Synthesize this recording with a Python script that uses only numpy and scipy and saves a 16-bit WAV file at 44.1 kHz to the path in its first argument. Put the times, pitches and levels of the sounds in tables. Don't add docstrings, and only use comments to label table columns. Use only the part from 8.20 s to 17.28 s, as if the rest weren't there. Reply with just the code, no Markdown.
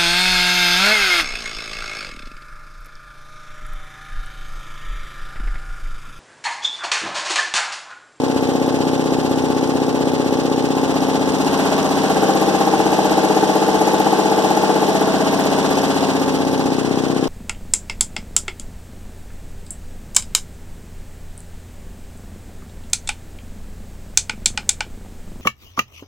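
import sys
import numpy as np
from scipy import signal
from scipy.fft import rfft, irfft, next_fast_len
from scipy.io import wavfile
from scipy.ndimage import uniform_filter1d, map_coordinates

SR = 44100
rng = np.random.default_rng(int(sys.argv[2]) if len(sys.argv) > 2 else 0)


def master(y):
    cut = np.clip(np.atleast_2d(y).T, -1, 1)
    pcm = np.round(cut * 32767)
    wavfile.write(sys.argv[1], SR, pcm.astype(np.int16))


N = 400428


# f/Hz, level/dB
RUMBLE_SPECTRUM = [(20, -23), (45, -36), (80, -8), (150, -9), (260, -5), (450, -3), (600, -9.5), (900, -31)]
# f/Hz, level/dB
RATTLE_SPECTRUM = [(300, -16), (500, -4.5), (800, -3), (950, -27), (1300, -37)]
# f/Hz, level/dB
CASTINGS_SPECTRUM = [(380, -8), (430, 6), (450, 3), (500, -2), (570, -3), (620, 4), (690, -3), (750, 3),
                     (830, -5)]
RUMBLE_MOTOR_DB, RUMBLE_SECOND_DB = -13, -12
RATTLE_DB = -9.5
CASTINGS_DB = -25.5


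def pistons(turns, place, thud_db, knock_db, left_db):
    thud, knock = beat(turns, place)
    shake = swell(turns, centre=.22, width=.15, depth_db=5)
    rumble_db = np.interp(place, [0, 2], [RUMBLE_MOTOR_DB, RUMBLE_SECOND_DB])
    thud = thud + from_db(rumble_db) * noise(RUMBLE_SPECTRUM) * shake
    knock = knock + from_db(RATTLE_DB) * noise(RATTLE_SPECTRUM) * shake
    ringing = from_db(CASTINGS_DB) * np.minimum(place, 1) * noise(CASTINGS_SPECTRUM) * shake
    low = panned(thud * from_db(thud_db - 1.0) + ringing, left_db + 0.3)
    high = panned(knock, left_db + 1.5) * from_db(knock_db - 1.37)
    return low + high


# f/Hz, side minus mid level/dB
BEAT_WIDTH = [(60, -15), (100, 10.5), (160, -6), (260, -7.5), (500, -6.5), (950, -12)]


def beat(turns, place):
    turn_starts = np.searchsorted(turns, np.arange(int(turns[-1]) + 2))
    at = np.minimum(turn_starts, N - 1)
    hidden = shade()[at]
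    by_place = [np.maximum(1 - abs(place[at] - k), 0) * (1 - hidden) for k in range(3)]
    shares = np.transpose(by_place + [hidden])
    multiple, mid = turn_harmonics(shares, at / SR)
    hz = multiple * TURNS_PER_S
    side_phase = np.exp(.7j * rng.standard_normal(len(hz)))
    side = 1j * mid * from_db(at_hz(BEAT_WIDTH, hz)) * side_phase
    cycle = np.exp(2j * np.pi * np.outer(multiple, np.linspace(0, 1, turn_size() + 1)))
    parts = []
    for band in (hz < 500, hz >= 500):
        power = uniform_filter1d(np.sum(abs(mid * band) ** 2, axis=1) / 2, size=4)
        waves = (stereo(mid, side) * band / np.sqrt(power)[:, None] @ cycle).real
        position = [turns, turns % 1 * turn_size()]
        parts.append([map_coordinates(w, position, order=1) for w in waves])
    return np.array(parts)


# t/s, 1/e half length/s, f/Hz, lift level/dB
LOUD_SPOTS_PASSED = [(4.003, 0.73, 786, 14.5), (4.093, 0.24, 533, 14.5), (6.253, 0.35, 437, 4.5),
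                     (6.893, 0.23, 648, 11.5)]
# f/Hz, share
SHIFTING_REFLECTIONS = [(200, .09), (300, .11), (450, .18), (1000, .16)]
STEADY_REFLECTIONS = [0.15, 0.5, 0.45, 0.08]
RING_ON_SHARE = [.3, .8, .8, .3]
STROKE_SPREAD_DB, STROKE_SPREAD_TURN = .6, .0009


def turn_harmonics(shares, s):
    place_colours = (MOTOR_COLOUR, FIRST_COLOUR, SECOND_COLOUR, MOTOR_COLOUR)
    colours = np.array([crank_harmonics(c, index=k) for k, c in enumerate(place_colours)])
    multiple = colours[0, :, 0]
    hz = multiple * TURNS_PER_S
    level_db = shares @ colours[:, :, 1]
    for at, half_s, spot_hz, db in LOUD_SPOTS_PASSED:
        distance = ((s[:, None] - at) / half_s) ** 2 + ((hz - spot_hz) / 20) ** 2
        level_db = level_db + db * np.exp(-distance)
    motor_db, first_db, second_db = np.transpose(STROKE_RESONANCES)[-3:]
    stroke_db = shares @ np.array([motor_db, first_db, second_db, motor_db])
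    stronger, later = rng.standard_normal((2, *stroke_db.shape))
    even = strokes(multiple, stroke_db, 0 * later)
    uneven = strokes(multiple, stroke_db + STROKE_SPREAD_DB * stronger, STROKE_SPREAD_TURN * later)
    strength = np.sqrt(uniform_filter1d(abs(even) ** 2, size=7))
    reflections = (shares @ np.diag(STEADY_REFLECTIONS)) @ scatter(len(STEADY_REFLECTIONS), len(hz))
    heard = even + strength * reflections
    shifting = uniform_filter1d(scatter(len(s), len(hz)), size=9, axis=0)
    shifting = uniform_filter1d(shifting, size=9, axis=0)
    change = (uneven - even) / strength
    change = change + at_hz(SHIFTING_REFLECTIONS, hz) * shifting / shifting.std()
    lag = (shares @ RING_ON_SHARE)[:, None] * ring_on(level_db, heard)
    timing = np.exp(1j * np.angle(heard)) + change
    return multiple, from_db(level_db) * np.exp(1j * lag) * timing


# time/turn, ring f/Hz, ring width/Hz, level/dB by the motor, at the first cylinder, at the second
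STROKE_RESONANCES = [(0.08, 282, 390, 6, -11.5, -12.5), (.085, 316, 182, -10.5, -4.5, -5.5),
                     (0.204, 370, 191, -5.5, -4.5, -4.5), (0.539, 289, 412, 3.5, -11.5, -13),
                     (0.562, 275.4, 66, -35, 3, 1), (.162, 789, 270, -6.5, -7, -4),
                     (.37, 656, 350, -18, -8, -7.5), (0.601, 778, 252, -17, -12.5, -12),
                     (.79, 700, 417, -10, -15, -13.5)]


def strokes(multiple, stroke_db, late):
    hz, total = multiple * TURNS_PER_S, 0
    for k, (share, ring_hz, width_hz, *_) in enumerate(STROKE_RESONANCES):
        resonance = 1 / (1 + 1j * (hz ** 2 - ring_hz ** 2) / (hz * width_hz))
        delay = np.exp(-2j * np.pi * multiple * (share + late[:, [k]]))
        total = total + from_db(stroke_db[:, [k]]) * resonance ** 2 * delay
    return total


# f/Hz, level/dB per harmonic
MOTOR_COLOUR = [(63, -27), (128, -12.5), (158, -10), (185, -14.5), (228, -9.5), (262, -6.5), (365, -12),
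                (415, -7), (560, -10), (630, -28.5), (715, -19), (770, -11.5), (860, -10.5), (950, -29),
                (1070, -21)]
# f/Hz, level/dB per harmonic
FIRST_COLOUR = [(63, -20.5), (125, -22), (160, -6.5), (200, -3), (235, -22), (265, -6.5), (330, -9.5),
                (425, -12), (490, -5.5), (600, -15), (755, -7.5), (950, -9.5), (1070, -13.5)]
# f/Hz, level/dB per harmonic
SECOND_COLOUR = [(63, -23), (100, -37), (160, -6), (200, 1.5), (240, -12.5), (315, 3), (385, -5),
                 (450, -6.5), (510, -7.5), (595, -10), (640, -5.5), (710, -15), (790, 3.5), (950, -21),
                 (1070, -18)]
# crank multiple, lift level/dB by the motor, at the first cylinder, second, behind the head
STANDING_WAVES = [(11, 2, -5, -10, 6), (12, -3.5, -1.5, -2.5, 3), (14, -2.5, 7.5, -6, 4),
                  (16, 4.5, 8, 3.5, 0.5), (17, 7.5, 7.5, -5.5, 7), (18, 3, 8.5, -3, 3),
                  (21, 6.5, -5, -1.5, 2), (22, 4, -5, -45, 4), (23, -1, 1, 1, -2),
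                  (24, -5.5, 7.5, -42, -13), (27, 2.5, 4.5, 2, 0.5), (28, -13, 4.5, 5, -14),
                  (30, 6, -28, 9, 0), (31, -40, -13, 3.5, -6), (35, 3.5, 7, -8, -21), (36, 3.5, -7, -14, 2),
                  (37, -20, 1, 2.5, -11), (38, 10, -3, -13, 13), (41, -29, 6.5, -0.5, 2), (42, 0, 5, 4, 20),
                  (43, 10.5, 4, -1.5, 0), (45, -2, -17, -8, 4), (47, 4.5, -2, 5.5, 7),
                  (50, -21, -14, -5, 4), (51, 4, 5, -1, -6), (52, 2.5, -13, -2, -3), (53, -29, -2, 2, -17),
                  (54, 4, -5, 1, 3.5), (55, 8, 7, 13.5, -9), (58, -10, -1, 11, -3), (61, -13, -3, 12, 0)]
CANCEL_HZ, CANCEL_WIDTH_HZ, CANCEL_DB = 126, 43, -26


def crank_harmonics(colour, index):
    multiple = np.arange(4, 69)
    hz = multiple * TURNS_PER_S
    cancel_db = CANCEL_DB * np.exp(-((hz - CANCEL_HZ) / CANCEL_WIDTH_HZ) ** 2)
    level_db = at_hz(colour, hz) + multiple % 2 * cancel_db
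    for k, *lift_db in STANDING_WAVES:
        level_db = level_db + (multiple == round(k)) * lift_db[index]
    return np.transpose([multiple, level_db])


def ring_on(level_db, heard):
    lift_db = level_db - 20 * np.log10(abs(heard) + 1e-9)
    lift_db = np.clip(lift_db - np.median(lift_db, axis=1, keepdims=True), -12, 12)
    broad_db = uniform_filter1d(lift_db, size=3, axis=1)
    mirrored = np.hstack([broad_db, broad_db[:, ::-1]]) * np.log(10) / 20
    return -signal.hilbert(mirrored, axis=1).imag[:, :heard.shape[1]]


# f/Hz, level/dB
AIR_SPECTRUM = [(1600, -0.5), (2200, 4), (2600, 5), (3000, 4), (3700, 2), (4600, 3), (5800, -2.9),
                (6600, -3.5), (8400, -8), (9500, -7.5), (11600, -58), (12800, -16), (15000, -22.5)]
# time/turn, level/dB
AIR_FLOW = [(0, -.7), (.12, 2), (.22, 4), (.32, 5.3), (.48, 3.3), (.6, 0.3), (.75, -2), (.91, -1.6)]
# f/Hz, level/dB
JET_SPECTRUM = [(3500, -18), (6000, 10.5), (9000, 0.5), (11500, 3), (14000, -18)]
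SHADE_SQUEAK_DB = -8


def air(turns, near, air_db):
    share, cycle_db = np.transpose(AIR_FLOW)
    swing = 1.16 - 0.88 * near
    flow = from_db(np.interp(turns % 1, share, cycle_db, period=1) * swing + .5 * drift(21))
    turbulence = from_db(.8 * drift(120))
    rush = noise(AIR_SPECTRUM) * flow / np.sqrt(np.mean(flow ** 2))
    puff = swell(turns, centre=.29, width=.18, depth_db=12)
    jet = noise(JET_SPECTRUM) * puff * from_db(-9.5 + 1.3 * drift(25))
    squeak_db = -18.5 + 2 * near + SHADE_SQUEAK_DB * shade()
    hiss = (rush + jet) * turbulence
    return (hiss + spit(turns, near) + squeak(turns) * from_db(squeak_db)) * from_db(air_db - 0.59)


# f/Hz, level/dB
SPIT_SPECTRUM = [(3600, 0.5), (4700, -6), (5300, 0.5), (5700, 0), (6100, 1.5), (6900, -23), (7700, -34),
                 (8500, 0.5), (9600, -21), (11800, -16), (14000, -26)]
SPIT_START, SPIT_DECAY = .795, .085
SPIT_DB, SPIT_NEAR_DB = -9, -3


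def spit(turns, near):
    opening = strike(turns + .007 * drift(15), SPIT_START, SPIT_DECAY)
    level_db = SPIT_DB + SPIT_NEAR_DB * near + 1.2 * drift(25)
    return noise(SPIT_SPECTRUM) * opening * from_db(level_db)


# f/Hz, level/dB
SQUEAK_SPECTRUM = [(9500, -34), (11000, -3), (11700, -9), (12200, -17), (13500, -30)]
SQUEAK_HZ, SQUEAK_SCATTER_HZ, SQUEAK_FLUTTER_HZ = 11650, 130, 100


def squeak(turns):
    pitch = SQUEAK_HZ + SQUEAK_SCATTER_HZ * drift(14)
    flutter = [SQUEAK_FLUTTER_HZ * drift(150) for _ in range(2)]
    whistle = np.sin(2 * np.pi * np.cumsum(pitch + np.array(flutter), axis=1) / SR)
    sound = rms_one(panned(whistle, left_db=-7))
    sound = rms_one(sound + from_db(-3) * noise(SQUEAK_SPECTRUM))
    opening = swell(turns + .007 * drift(10), centre=.105, width=.058, depth_db=17)
    return sound * opening * from_db(1.7 * drift(12))


# f/Hz, level/dB
CLATTER_SPECTRUM = [(750, -14), (950, 1), (1100, 2), (1250, -4.5), (1600, -5.5), (1900, -11), (2300, -11),
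                    (2800, -35)]


def valve_gear(turns, near, clatter_db):
    repeating = every_turn(noise(CLATTER_SPECTRUM, size=turn_size()), turns)
    clatter = from_db(-5.5) * repeating + from_db(-0.5) * noise(CLATTER_SPECTRUM)
    pulse = swell(turns, centre=0.37, width=0.091, depth_db=1.9 * (2 - near))
    return clatter * pulse * from_db(clatter_db)


# start/turn, decay/turn, level/dB by the motor, at the first cylinder, at the second, behind the head
TAP_TIMES = [(.07, .025, -60, -37, -37.5, -42), (0.178, 0.033, -49, -37.5, -38.5, -43),
             (.55, .015, -58, -44, -54, -46), (.81, .03, -50, -56, -45, -48)]
# f/Hz, level/dB
TAP_SPECTRUM = [(750, 1), (1000, -1), (1250, -7), (1600, -5.5), (2100, -22)]


def taps(turns, place):
    ring = rms_one(every_turn(noise(TAP_SPECTRUM, size=turn_size()), turns) + noise(TAP_SPECTRUM))
    hidden, gain = shade(), 0
    for start, decay, *by_place, behind_db in TAP_TIMES:
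        level_db = np.interp(place, [0, 1, 2], by_place) * (1 - hidden) + behind_db * hidden
        gain = gain + strike(turns, start, decay) * from_db(level_db)
    return ring * gain * from_db(1.2 * drift(20))


# f/Hz, level/dB
MOTOR_WHINE = [(4900, -51)]


def motor(t):
    channels = np.zeros((2, N))
    for channel in channels:
        for hz, db in MOTOR_WHINE:
            phase = rng.uniform(0, 2 * np.pi)
            channel += from_db(db + 3.3 * drift(1.5)) * np.sin(2 * np.pi * hz * t + phase)
    return channels


# place, level/dB of thud, knock, clatter, air, then beat left minus right/dB
PLACE_LEVELS = [(0, -18, -24.5, -36, -38, 1.3), (1, -19, -22.5, -29.5, -31.5, 1.5),
                (2, -18, -18.5, -28.5, -31, 1.5)]
SHADE_KNOCK_DB, SHADE_THUD_DB, SHADE_LEFT_DB = -4, -0.7, 2.5


def loudness(place):
    at, *columns = np.transpose(PLACE_LEVELS)
    thud_db, knock_db, clatter_db, air_db, left_db = [np.interp(place, at, c) for c in columns]
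    hidden = shade()
    thud_db = thud_db + SHADE_THUD_DB * hidden
    knock_db = knock_db + SHADE_KNOCK_DB * hidden
    return thud_db, knock_db, clatter_db, air_db, left_db + SHADE_LEFT_DB * hidden


def shade():
    return (np.arange(N) / SR > 8.53).astype(float)


# t/s, rate/(turns per s)
CRANK_SPEED = [(0, 15.795), (3, 15.792), (6.5, 15.790), (9.1, 15.799)]
TURNS_PER_S = CRANK_SPEED[0][1]
START_TURN = .517


def crank():
    speed, = in_time(CRANK_SPEED)
    return START_TURN + np.cumsum(speed) / SR + 0.00057 * drift(6.4)


# t/s, place
MICROPHONE_PATH = [(0, 0.11), (2.45, 0.14), (2.75, 0.53), (3.05, 0.47), (3.5, 1.14), (3.7, 0.85),
                   (4.05, 1.8), (6.45, 1.96), (7.2, 1.16), (7.8, 0.87), (8.25, 0.43), (9.08, 0.058)]


def microphone_place():
    place, = in_time(MICROPHONE_PATH)
    return np.clip(place, 0, 2)


# f/Hz, coherence
CHANNEL_COHERENCE = [(40, .05), (150, .3), (300, .8), (800, .8), (1100, .96), (2100, .999), (2400, .999),
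                     (3400, .88), (5600, .75), (9000, .5), (15000, .35)]
# f/Hz, left minus right level/dB
CHANNEL_TILT = [(2600, 0), (4000, -1.3), (8000, -3), (12000, -3)]
PORT_HZ = 2250


def noise(spectrum, size=N):
    padded = next_fast_len(size) if size == N else size
    hz = np.fft.rfftfreq(padded, 1 / SR)
    comb = np.where(hz < PORT_HZ / 2, 1, -np.cos(2 * np.pi * hz / PORT_HZ))
    alike = np.clip(at_hz(CHANNEL_COHERENCE, hz), 0, 1) * comb
    lowest_hz, highest_hz = spectrum[0][0], spectrum[-1][0]
    falloff = 1 + (hz / highest_hz / 1.2) ** 12 + (lowest_hz / 1.2 / (hz + 1)) ** 8
    gain = from_db(at_hz(spectrum, hz)) / falloff
    mid, side = rfft(rng.standard_normal((2, padded))) * gain
    pair = stereo(np.sqrt(1 + alike) * mid, np.sqrt(1 - alike) * side)
    return rms_one(irfft(panned(pair, at_hz(CHANNEL_TILT, hz)), padded)[:, :size])


def swell(turns, centre, width, depth_db):
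    shape = np.exp((np.cos(2 * np.pi * (turns - centre)) - 1) / (2 * np.pi * width) ** 2)
    gain = from_db(depth_db * shape)
    return gain / np.sqrt(np.mean(gain ** 2))


def strike(turns, start, decay):
    age = (turns - start) % 1
    gain = np.exp(-age / max(decay, .004)) * (1 - np.exp(-age / .02))
    return gain / np.sqrt(np.mean(gain ** 2))


def turn_size():
    return 2 * round(SR / TURNS_PER_S / 2)


def every_turn(wave, turns):
    position = turns % 1 * wave.shape[1]
    return np.array([np.interp(position, np.arange(len(w) + 1), np.append(w, w[0])) for w in wave])


def scatter(*size):
    return rng.standard_normal((*size, 2)) @ np.array([1, 1j]) / np.sqrt(2)


def drift(rate):
    hz = np.fft.rfftfreq(N // 100, 100 / SR)
    slow = irfft(rfft(rng.standard_normal(N // 100)) / (1 + (hz / rate) ** 2))
    return np.interp(np.linspace(0, len(slow) - 1, N), np.arange(len(slow)), slow / slow.std())


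def panned(x, left_db):
    return x * from_db(np.array([[1], [-1]]) * left_db / 2)


def stereo(mid, side):
    return np.array([mid + side, mid - side])


def rms_one(x):
    return x / np.sqrt(np.mean(x.mean(axis=0) ** 2) + 1e-20)


def from_db(db):
    return 10 ** (np.asarray(db) / 20)


def in_time(rows):
    s, *columns = np.transpose(rows)
    return [np.interp(np.arange(N) / SR, s, c) for c in columns]


def at_hz(points, hz):
    f, value = np.transpose(points)
    return np.interp(np.log(np.maximum(hz, 1)), np.log(f), value)


def scene():
    turns = crank()
    place = microphone_place()
    near = place / 2
    thud_db, knock_db, clatter_db, air_db, left_db = loudness(place)
    mix = pistons(turns, place, thud_db, knock_db, left_db)
    mix = mix + air(turns, near, air_db)
    mix = mix + valve_gear(turns, near, clatter_db) + taps(turns, place)
    return mix + (1 - near) * motor(np.arange(N) / SR)


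CUTOFF_HZ = 15300


def record(dry):
    rounded = dry / (1 + (dry / .9) ** 8) ** (1 / 8)
    low_pass = signal.ellip(10, .2, 80, CUTOFF_HZ, fs=SR, output="sos")
    return signal.sosfilt(low_pass, rounded)


dry = scene()
out = record(dry)
master(out)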